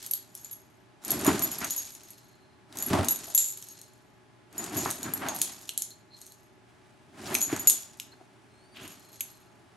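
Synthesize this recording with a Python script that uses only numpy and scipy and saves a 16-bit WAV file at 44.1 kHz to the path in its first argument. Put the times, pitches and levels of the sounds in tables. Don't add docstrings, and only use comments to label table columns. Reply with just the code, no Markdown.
import sys
import numpy as np
from scipy import signal
from scipy.fft import rfft, irfft
from scipy.io import wavfile

SR = 44100
rng = np.random.default_rng(int(sys.argv[2]) if len(sys.argv) > 2 else 0)


def dump_mix(stems):
    frames = np.atleast_2d(stems).T
    limited = np.clip(frames, -1, 1)
    pcm = np.round(limited * 32767).astype(np.int16)
    wavfile.write(sys.argv[1], SR, pcm)


N = 430416
TIME = np.arange(N) / SR

LARGE, MIDDLE, SMALL = 6580, 6900, 7300
PINCHED, BRIEF, FREE, LOOSE = 0.0028, 0.016, 0.024, 0.06
# time_s, low_mode_hz (tag struck), free_ring_s, clack_energy_db, low_mode_db, high_mode_db
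CLINKS = [(0.063, LARGE, PINCHED, -20, -62, -38), (0.111, LARGE, PINCHED, -17, -52, -25),
          (0.1355, SMALL, PINCHED, -14, -63, -23.5), (0.3515, MIDDLE, PINCHED, -25.5, -76, -44),
          (0.4463, MIDDLE, PINCHED, -29, -44.5, -45), (0.512, LARGE, FREE, -35, -57, -41),
          (0.5303, LARGE, PINCHED, -31, -54, -38), (1.0489, MIDDLE, FREE, -23, -56, -39),
          (1.1053, MIDDLE, PINCHED, -12, -40.5, -22.5), (1.116, MIDDLE, PINCHED, -11.5, -43, -26.5),
          (1.247, MIDDLE, PINCHED, -15, -51, -32), (1.2653, MIDDLE, FREE, -11, -31.5, -29.5),
          (1.423, MIDDLE, FREE, -18, -42, -27), (1.4367, MIDDLE, BRIEF, -24, -39, -28),
          (1.5156, MIDDLE, FREE, -25, -42.5, -33), (1.5851, LARGE, PINCHED, -38, -55, -33.5),
          (1.6452, LARGE, PINCHED, -17.5, -36.5, -38), (1.7067, MIDDLE, FREE, -14.5, -36.5, -33.5),
          (1.763, MIDDLE, FREE, -30, -42, -32.5), (1.7782, LARGE, LOOSE, -30, -35, -35),
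          (2.105, LARGE, FREE, -32, -66, -48), (2.802, MIDDLE, FREE, -32, -42, -40),
          (2.8245, MIDDLE, PINCHED, -19, -38, -28.5), (2.8632, MIDDLE, PINCHED, -33, -60, -28.5),
          (3.085, MIDDLE, BRIEF, -5.5, -41.5, -26.5), (3.108, MIDDLE, BRIEF, -24, -37.5, -23),
          (3.3486, MIDDLE, BRIEF, -10, -30.5, -18), (3.3772, SMALL, PINCHED, -5, -23, -28),
          (3.388, SMALL, PINCHED, -18, -31.5, -26), (3.6867, LARGE, LOOSE, -28.5, -51.5, -62),
          (4.5804, MIDDLE, FREE, -22, -36.5, -39), (4.7679, MIDDLE, BRIEF, -23, -46, -32),
          (5.0304, MIDDLE, FREE, -18, -42.5, -46), (5.1367, LARGE, PINCHED, -20, -61, -25),
          (5.2856, LARGE, FREE, -17, -37, -52), (5.3472, LARGE, FREE, -29, -63, -38),
          (5.4161, LARGE, PINCHED, -5, -45, -36), (5.7767, MIDDLE, PINCHED, -10.5, -53, -33),
          (7.3435, MIDDLE, PINCHED, -22, -38, -27), (7.3512, LARGE, PINCHED, -7, -42, -43),
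          (7.4069, MIDDLE, BRIEF, -30, -38.5, -35), (7.4152, MIDDLE, PINCHED, -11.5, -31.5, -35),
          (7.425, MIDDLE, BRIEF, -23, -29, -29.5), (7.4494, LARGE, PINCHED, -23, -39, -41),
          (7.595, MIDDLE, FREE, -34, -39.5, -34.5), (7.6728, MIDDLE, BRIEF, -3, -20, -17),
          (7.6982, MIDDLE, PINCHED, -2.5, -33, -25.5), (7.7043, MIDDLE, PINCHED, -9, -35, -30.5),
          (9.2072, LARGE, PINCHED, -18.5, -45, -30)]
# time_s, clack_energy_db
TICKS = [(0.1547, -32), (0.375, -33), (1.0803, -18.5), (1.2115, -22), (1.3934, -14), (1.9506, -31),
         (2.7263, -42), (2.7715, -18.5), (2.787, -17), (2.8854, -25), (3.0457, -18), (3.1592, -19.5),
         (3.3007, -29), (3.5237, -26), (3.574, -26), (3.625, -26), (3.8146, -29), (4.5276, -39.5),
         (4.6413, -20.5), (4.9042, -15), (4.9107, -13.5), (5.176, -26), (5.3625, -20), (5.3883, -23.5),
         (5.6916, -18), (5.7084, -34), (5.7866, -28), (5.8208, -12), (5.905, -31), (6.2151, -29),
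         (6.2649, -31), (6.321, -35), (7.3858, -19), (7.4334, -24), (7.5635, -20), (7.719, -16),
         (7.7336, -24), (7.9993, -20.5), (8.8775, -27.5)]
# start_s, length_s, low_mode_hz, clack_db, ring_db
BUZZES = [(3.382, .14, 7180, -18, -31), (4.776, 0.098, 6890, -27, -41.5), (5.416, .045, 6900, -18, -52),
          (7.694, 0.058, 6910, -21.5, -38)]
BUZZ_FADE_DB, BUZZ_BEND_HZ = 16.5, 420
# time_s, energy_db, pitch_ratio
KNOCKS = [(2.726, -28, 1.43), (5.2863, -12, 1.3), (5.415, -12, 0.97), (5.6921, -10, 1.23), (7.351, 2, 0.96),
          (7.999, -15.5, 1.14), (9.208, -11, 1.03)]
HIGH_MODE_HZ, LOW_T60_S, HIGH_T60_S = 11414, 0.15, 0.11
MID_MODE_HZ, MID_MODE_DB, MID_MODE_T60_S = 9810, -21.5, 0.046

# full_level_s, hold_s, level_db
SWINGS = [(0.0, 0.011, -43), (0.375, 0.097, -53.5), (1.096, 0.68, -38.5), (1.961, 0.16, -53.5),
          (2.802, 0.47, -44), (3.334, 0.41, -50.5), (4.617, 0.032, -44), (4.793, 0.025, -34.5),
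          (5.32, 0.17, -42.5), (5.6, 0.1, -54.5), (6.18, 0.076, -56), (7.245, 0.57, -46.5),
          (8.813, 0.11, -52), (9.13, 0.14, -55)]
SWING_RISE_S, SWING_FALL_DB_PER_S = 0.093, 77.5
SHIVER_DB, SHIVER_RISE_S, SHIVER_FALL_DB_PER_S = -42, 0.002, 110.5
# middle_s, half_length_s, level_db
SINGING = [(2.25, 0.23, -72), (3.717, 0.14, -65.5), (5.915, 0.0071, -51.5), (6.153, 0.023, -54),
           (6.225, 0.0056, -56), (6.32, 0.0078, -57), (8.125, 0.0057, -56), (9.172, 0.18, -66.5)]
SPLIT_RING_HZ = 4180

DEEP, LIGHT = -12.5, -25.5
# time_s, level_db, boom_db
PAWS = [(1.276, -11.5, LIGHT), (1.615, -31, LIGHT), (2.903, -18, DEEP), (2.932, -12, LIGHT),
        (2.988, -16.5, DEEP), (4.76, -23, LIGHT), (4.857, -27, LIGHT), (5.053, -27.5, LIGHT),
        (7.527, -17.5, LIGHT), (8.836, -36, LIGHT)]
MATTRESS_HZ, MATTRESS_S = 94.9, 0.013
SLACK, TAUT = 1.4, 3.4
# full_level_s, hold_s, level_db, centre_hz, cloth_q
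SCUFFS = [(1.257, 0.028, -26, 1000, SLACK), (1.617, 0.026, -35.5, 1750, SLACK),
          (2.9316, 0.0033, -30.5, 2800, SLACK), (2.937, 0.052, -26, 740, SLACK),
          (3.281, 0.032, -47, 666, TAUT), (4.8582, 0.0018, -22, 960, SLACK),
          (4.862, 0.025, -36, 1300, SLACK), (5.058, 0.025, -40, 1550, TAUT),
          (5.22, 0.058, -36.5, 1370, SLACK), (5.237, 0.081, -40.5, 820, TAUT),
          (7.26, 0.017, -40.5, 5050, SLACK), (7.316, 0.01, -40.5, 1490, SLACK),
          (7.502, 0.063, -41, 1730, SLACK), (8.131, .006, -51.5, 1490, SLACK),
          (8.203, 0.0088, -50, 697, TAUT), (8.764, 0.08, -49, 2950, TAUT)]
SCUFF_RISE_SHARE, SCUFF_FALL_DB = 0.39, 10.5
# hardest_push_s, rustle_db, fall_db_per_s
MOVES = [(1.13, -37, 36), (1.29, -27.5, 73), (1.62, -45, 78), (2.80, -42, 60.5), (2.96, -30.5, 77),
         (4.622, -40, 33), (4.78, -36, 61), (5.07, -39.5, 36), (5.26, -39.5, 63), (7.23, -42, 55.5),
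         (7.332, -34.5, 112.5), (7.55, -40, 73), (7.68, -42.5, 146), (8.82, -48, 64)]
MOVE_RISE_S = 0.14
FIDGET_S, FIDGET_DB = 6.7, -63.5
# time_s, pitch_hz, level_db
WHINE = [(8.51, 4120, -73.5), (8.6, 4270, -69), (8.67, 4560, -66), (8.705, 4570, -80), (8.73, 4590, -62),
         (8.79, 4540, -80)]

# frequency_hz, level_db
BRIGHT_CLACK = [(1500, -28.5), (4000, -3.5), (5000, -9), (6300, 1), (11700, 1), (13000, -7.5), (14600, -10),
                (16000, -23.5)]
DULL_CLACK = [(700, -30.5), (1500, -11.5), (2500, 3.5), (4000, -4.5), (5500, -1), (9000, -33)]
# frequency_hz, level_db
DUVET = [(25, -47), (55, -15), (92, -2), (165, -2), (270, 4.5), (390, 1.5), (900, -27.5), (2500, -54.5)]
CLOTH = [(200, -15), (680, 5.5), (950, 0.5), (1500, -1), (5000, -12.5), (10000, -14.5), (15000, -33.5)]
SCUFF = [(300, 6), (2300, -10), (12000, -18.5)]
COLLAR = [(2000, -3), (4100, 3), (6700, 4), (11500, -4), (13000, -10), (14600, -18), (16000, -33.5)]
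# frequency_hz, level_db
AIR_NOISE = [(20, -32), (52, -14.5), (110, -4), (170, -7), (370, -5.5), (520, -10), (900, -14),
             (2200, -19.5), (3000, -23), (11600, -37), (12600, -52), (15000, -67)]
# frequency_hz, level_db
FAN_LINES = [(118.4, -69.5), (376.8, -69.5), (613.7, -75.5), (845.2, -72.5), (1685, -79.5)]
# frequency_hz, likeness (0-1)
LIKENESS = [(120, 0.1), (300, 0.4), (900, 0.2), (4500, 0.5), (12000, 0.3)]
# frequency_hz, t60_s
ROOM_T60 = [(200, 0.17), (3000, 0.38), (7000, 0.32), (14000, 0.17)]
FULL_SCALE, CUTOFF_HZ = 0.8, 16800


def tags(contacts, bright_db, low_db, high_db, pinned_t60, detune_hz):
    clacks, rings = np.zeros((2, N))
    for s, low_hz, free_s, clack_level, low_level, high_level in contacts:
        clack = contact(chatter_s=0.00069, skid_db=-21.5, skid_s=0.0045)
        add(clacks, s, from_db(clack_level + bright_db) * clack)
        low_shift, high_shift = detune_hz * np.sqrt(PINCHED / free_s) * rng.uniform(-1, 1, 2)
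        high_gain_db = high_level + high_db
        modes = [(low_hz + low_shift, low_level + low_db, LOW_T60_S),
                 (HIGH_MODE_HZ + high_shift, high_gain_db, HIGH_T60_S),
                 (MID_MODE_HZ - high_shift, high_gain_db + MID_MODE_DB, MID_MODE_T60_S)]
        for hz, level_db, t60 in modes:
            add(rings, s, from_db(level_db) * ring(hz, free_s, pinned_t60, t60))
    return colour(clacks, BRIGHT_CLACK) + rings


def contact(chatter_s, skid_db, skid_s, rise_s=0.0004, size=1024):
    t = np.arange(size) / SR
    pressure = 1 - np.exp(-t / rise_s)
    chatter = np.exp(-t / chatter_s)
    skid = from_db(skid_db) * np.exp(-t / skid_s)
    burst = rng.choice([-1, 1], size) * pressure * (chatter + skid)
    return burst / np.linalg.norm(burst)


def ring(hz, free_s, pinned_t60, t60, waver_hz=20, size=4400):
    t = np.arange(size) / SR
    decay_db = -60 * (t / t60 + np.maximum(t - free_s, 0) / pinned_t60)
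    slide = np.cumsum(rng.standard_normal(size)) * np.sqrt(waver_hz / (2 * np.pi * SR))
    return from_db(decay_db) * np.sin(2 * np.pi * (hz * t + slide + rng.random()))


def ticks(low_db, high_db):
    return [(s, LARGE, PINCHED, db, db + low_db, db + high_db) for s, db in TICKS]


def buzzes(high_db, spread_db, count=24):
    rows = []
    for s, length, hz, clack_db, ring_db in BUZZES:
        for k, (late, bend, strength) in enumerate(rng.uniform(-1, 1, (count, 3))):
            progress = (k + late / 2) / count
            db = spread_db * strength - BUZZ_FADE_DB * progress
            rows.append((s + progress * length, hz + BUZZ_BEND_HZ * bend, PINCHED,
                         clack_db + db, ring_db + db, ring_db + db + high_db))
    return rows


def touches(per_s, unevenness, count=1000):
    gaps = np.exp(unevenness * rng.standard_normal(count)) / per_s
    at = (np.cumsum(gaps) * SR).astype(int)
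    return at[at < N]


def rattle(shake, at, spread_db, clack_db, low_db, high_db):
    shake_db = 20 * np.log10(shake[at, None])
    levels = shake_db + [clack_db, low_db, high_db] + spread_db * rng.uniform(-0.9, 1, (len(at), 3))
    struck = rng.choice([LARGE, MIDDLE], len(at))
    return [(i / SR, hz, BRIEF, *db) for i, hz, db in zip(at, struck, levels)]


def knocks(dull_db):
    out = np.zeros(N)
    for s, level, pitch in KNOCKS:
        knock = contact(chatter_s=0.0005, skid_db=-25.0, skid_s=0.0065)
        spectrum = np.multiply(DULL_CLACK, [pitch, 1])
        add(out, s, from_db(level + dull_db) * colour(knock, spectrum))
    return out


def paws(thud_db, slap_db, thud_s, size=8000):
    t = np.arange(size) / SR
    boom = np.sin(2 * np.pi * MATTRESS_HZ * t) * t / MATTRESS_S * np.exp(1 - t / MATTRESS_S)
    pushes, booms = np.zeros((2, N))
    for s, level_db, boom_db in PAWS:
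        add(pushes, s, from_db(level_db) * rng.standard_normal(size) * np.exp(-t / thud_s))
        add(booms, s, from_db(level_db + boom_db) * boom)
    thuds = from_db(thud_db) * colour(pushes, DUVET)
    slaps = from_db(slap_db) * colour(pushes, CLOTH)
    return thuds + slaps + booms


def duvet(rustle):
    deep = from_db(4.5) * rustle ** 1.151 * friction(DUVET, grain_db=2.0, grains_per_s=90, side_db=-18.5)
    cover = from_db(-3.0) * rustle * friction(CLOTH, grain_db=2.0, grains_per_s=180)
    return deep + cover


def scuffs(grain_db):
    rub, out = friction(SCUFF, grain_db, grains_per_s=300), 0
    for s, length, level_db, hz, q in SCUFFS:
        band = rms_one(signal.lfilter(*signal.iirpeak(hz, q, fs=SR), rub))
        drag = gesture(s, length, level_db, SCUFF_RISE_SHARE * length, SCUFF_FALL_DB / length)
        out = out + band * together([drag])
    return out


def strap(shake):
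    return from_db(-4.5) * shake * friction(COLLAR, grain_db=3.5, grains_per_s=300)


def singing(q, grain_db):
    slips = rng.standard_normal(N) * from_db(grain_db * np.clip(drift(160), -2, 2))
    resonance = signal.iirpeak(SPLIT_RING_HZ, q, fs=SR)
    once = signal.lfilter(*resonance, slips)
    tone = rms_one(signal.lfilter(*resonance, once))
    return tone * sum(from_db(level_db) * swell(s, half_s) for s, half_s, level_db in SINGING)


def whines(waver):
    s, pitch_hz, level_db = np.transpose(WHINE)
    hz = np.interp(TIME, s, pitch_hz) * (1 + waver * drift(170))
    phase = 2 * np.pi * np.cumsum(hz) / SR
    sounding = (TIME > s[0]) * (TIME < s[-1])
    return sounding * from_db(np.interp(TIME, s, level_db)) * (np.sin(phase) + np.sin(2 * phase) / 2)


def bedroom(x, first_echo_s, build_s, size=24000):
    t = np.arange(size) / SR
    f = np.fft.rfftfreq(size, 1 / SR)
    white, tail = rfft(rng.standard_normal((2, size))), 0
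    edges = [0, 500, 2000, 5000, 8000, 11000, 13000, SR / 2]
    for low, high in zip(edges, edges[1:]):
        decay = from_db(-60 * t / at_hz(ROOM_T60, (low + high) / 2))
        tail = tail + irfft(white * ((f >= low) & (f < high)), size) * decay
    tail = tail * np.clip((t - first_echo_s) / build_s, 0, 1)
    response = diffuse(*tail) / np.linalg.norm(tail[0])
    return signal.oaconvolve(x[None], response, axes=1)[:, :N]


def fan(air_db, hum_db, wander):
    hum = 0
    for hz, db in FAN_LINES:
        tone = np.sin(2 * np.pi * hz * TIME + wander * drift(11))
        hum = hum + from_db(db + hum_db) * np.sqrt(2) * tone
    air = diffuse(*[colour(noise, AIR_NOISE) for noise in rng.standard_normal((2, N))])
    return from_db(air_db) * rms_one(air) + hum


def motion():
    moves = [gesture(s, 0, db, MOVE_RISE_S, fall) for s, db, fall in MOVES]
    fidget = gesture(FIDGET_S, N / SR, FIDGET_DB, MOVE_RISE_S, 0)
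    swings = [gesture(s, hold, db, SWING_RISE_S, SWING_FALL_DB_PER_S) for s, hold, db in SWINGS]
    shivers = [gesture(s, 0, db + SHIVER_DB, SHIVER_RISE_S, SHIVER_FALL_DB_PER_S)
               for s, _, _, db, _, _ in CLINKS]
    return together(moves + [fidget]), together(swings + shivers)


def gesture(s, hold_s, level_db, rise_s, fall_db_per_s):
    t = TIME[::40] - s
    fallen_db = np.minimum(fall_db_per_s * np.maximum(t - hold_s, 0), 150)
    return np.clip(1 + t / rise_s, 0, 1) ** 1.61 * from_db(level_db - fallen_db)


def together(gestures):
    return np.interp(TIME, TIME[::40], np.linalg.norm(gestures, axis=0))


def swell(middle_s, half_s):
    return np.exp(-((TIME - middle_s) / half_s) ** 2 / 2)


def friction(spectrum, grain_db, grains_per_s, side_db=-5):
    slips = from_db(grain_db * np.clip(drift(grains_per_s), -2.5, 2.5))
    mid, side = [colour(slips * noise, spectrum) for noise in rng.standard_normal((2, N))]
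    return rms_one(diffuse(mid, from_db(side_db) * side))


def diffuse(mid, side):
    alike = np.clip(at_hz(LIKENESS, np.fft.rfftfreq(len(mid), 1 / SR)), 0, 1)
    width = np.sqrt((1 - alike) / (1 + alike))
    return irfft(rfft(mid) + width * rfft(side) * [[1], [-1]], len(mid))


def colour(x, spectrum, size=4096):
    gain = from_db(at_hz(spectrum, np.fft.rfftfreq(size, 1 / SR)))
    cepstrum = irfft(np.log(gain))
    cepstrum[1:size // 2] *= 2
    cepstrum[size // 2 + 1:] = 0
    response = irfft(np.exp(rfft(cepstrum)))
    return signal.oaconvolve(x, response)[:len(x)]


def drift(rate):
    return rms_one(np.interp(TIME * rate, np.arange(8192), rng.standard_normal(8192)))


def at_hz(points, hz):
    f, value = np.transpose(points)
    return np.interp(np.log(np.maximum(hz, 1)), np.log(f), value)


def add(track, s, sound):
    start = int(np.clip(round(s * SR), 0, N - 1))
    track[start:start + len(sound)] += sound[:N - start]


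def from_db(db):
    return 10 ** (np.asarray(db) / 20)


def rms_one(x):
    return x / np.sqrt(np.mean(x ** 2) + 1e-20)


def scene():
    rustle, shake = motion()
    at = touches(per_s=40, unevenness=0.7)
    contacts = (CLINKS + ticks(low_db=-28.5, high_db=-25.5) + buzzes(high_db=-1.0, spread_db=2.0)
                + rattle(shake, at, spread_db=5.5, clack_db=10.5, low_db=-12.5, high_db=-7))
    mid, side = [tags(contacts, bright_db=12.0, low_db=8.0, high_db=5.5, pinned_t60=0.044, detune_hz=90)
                 for _ in range(2)]
    flat = knocks(dull_db=8.5)
    dog = paws(thud_db=11.5, slap_db=-5.0, thud_s=0.0097) + whines(waver=0.0023) + singing(q=16, grain_db=1.5)
    into_room = mid + from_db(-5.0) * flat + from_db(-4.5) * dog
    echoes = from_db(-7.0) * bedroom(into_room, first_echo_s=0.0024, build_s=0.0035)
    collar = diffuse(mid, from_db(-8.5) * side) + flat + strap(shake)
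    bedding = duvet(rustle) + scuffs(grain_db=3.0)
    return collar + dog + bedding + echoes + fan(air_db=-59.0, hum_db=-0.5, wander=0.63)


def record(dry, notch_hz=495, notch_q=4.16):
    notched = signal.lfilter(*signal.iirnotch(notch_hz, notch_q, fs=SR), dry)
    clipped = np.clip(notched, -FULL_SCALE, FULL_SCALE)
    return signal.sosfilt(signal.cheby2(14, 60, CUTOFF_HZ, fs=SR, output="sos"), clipped)


dry = scene()
out = record(dry)
dump_mix(out)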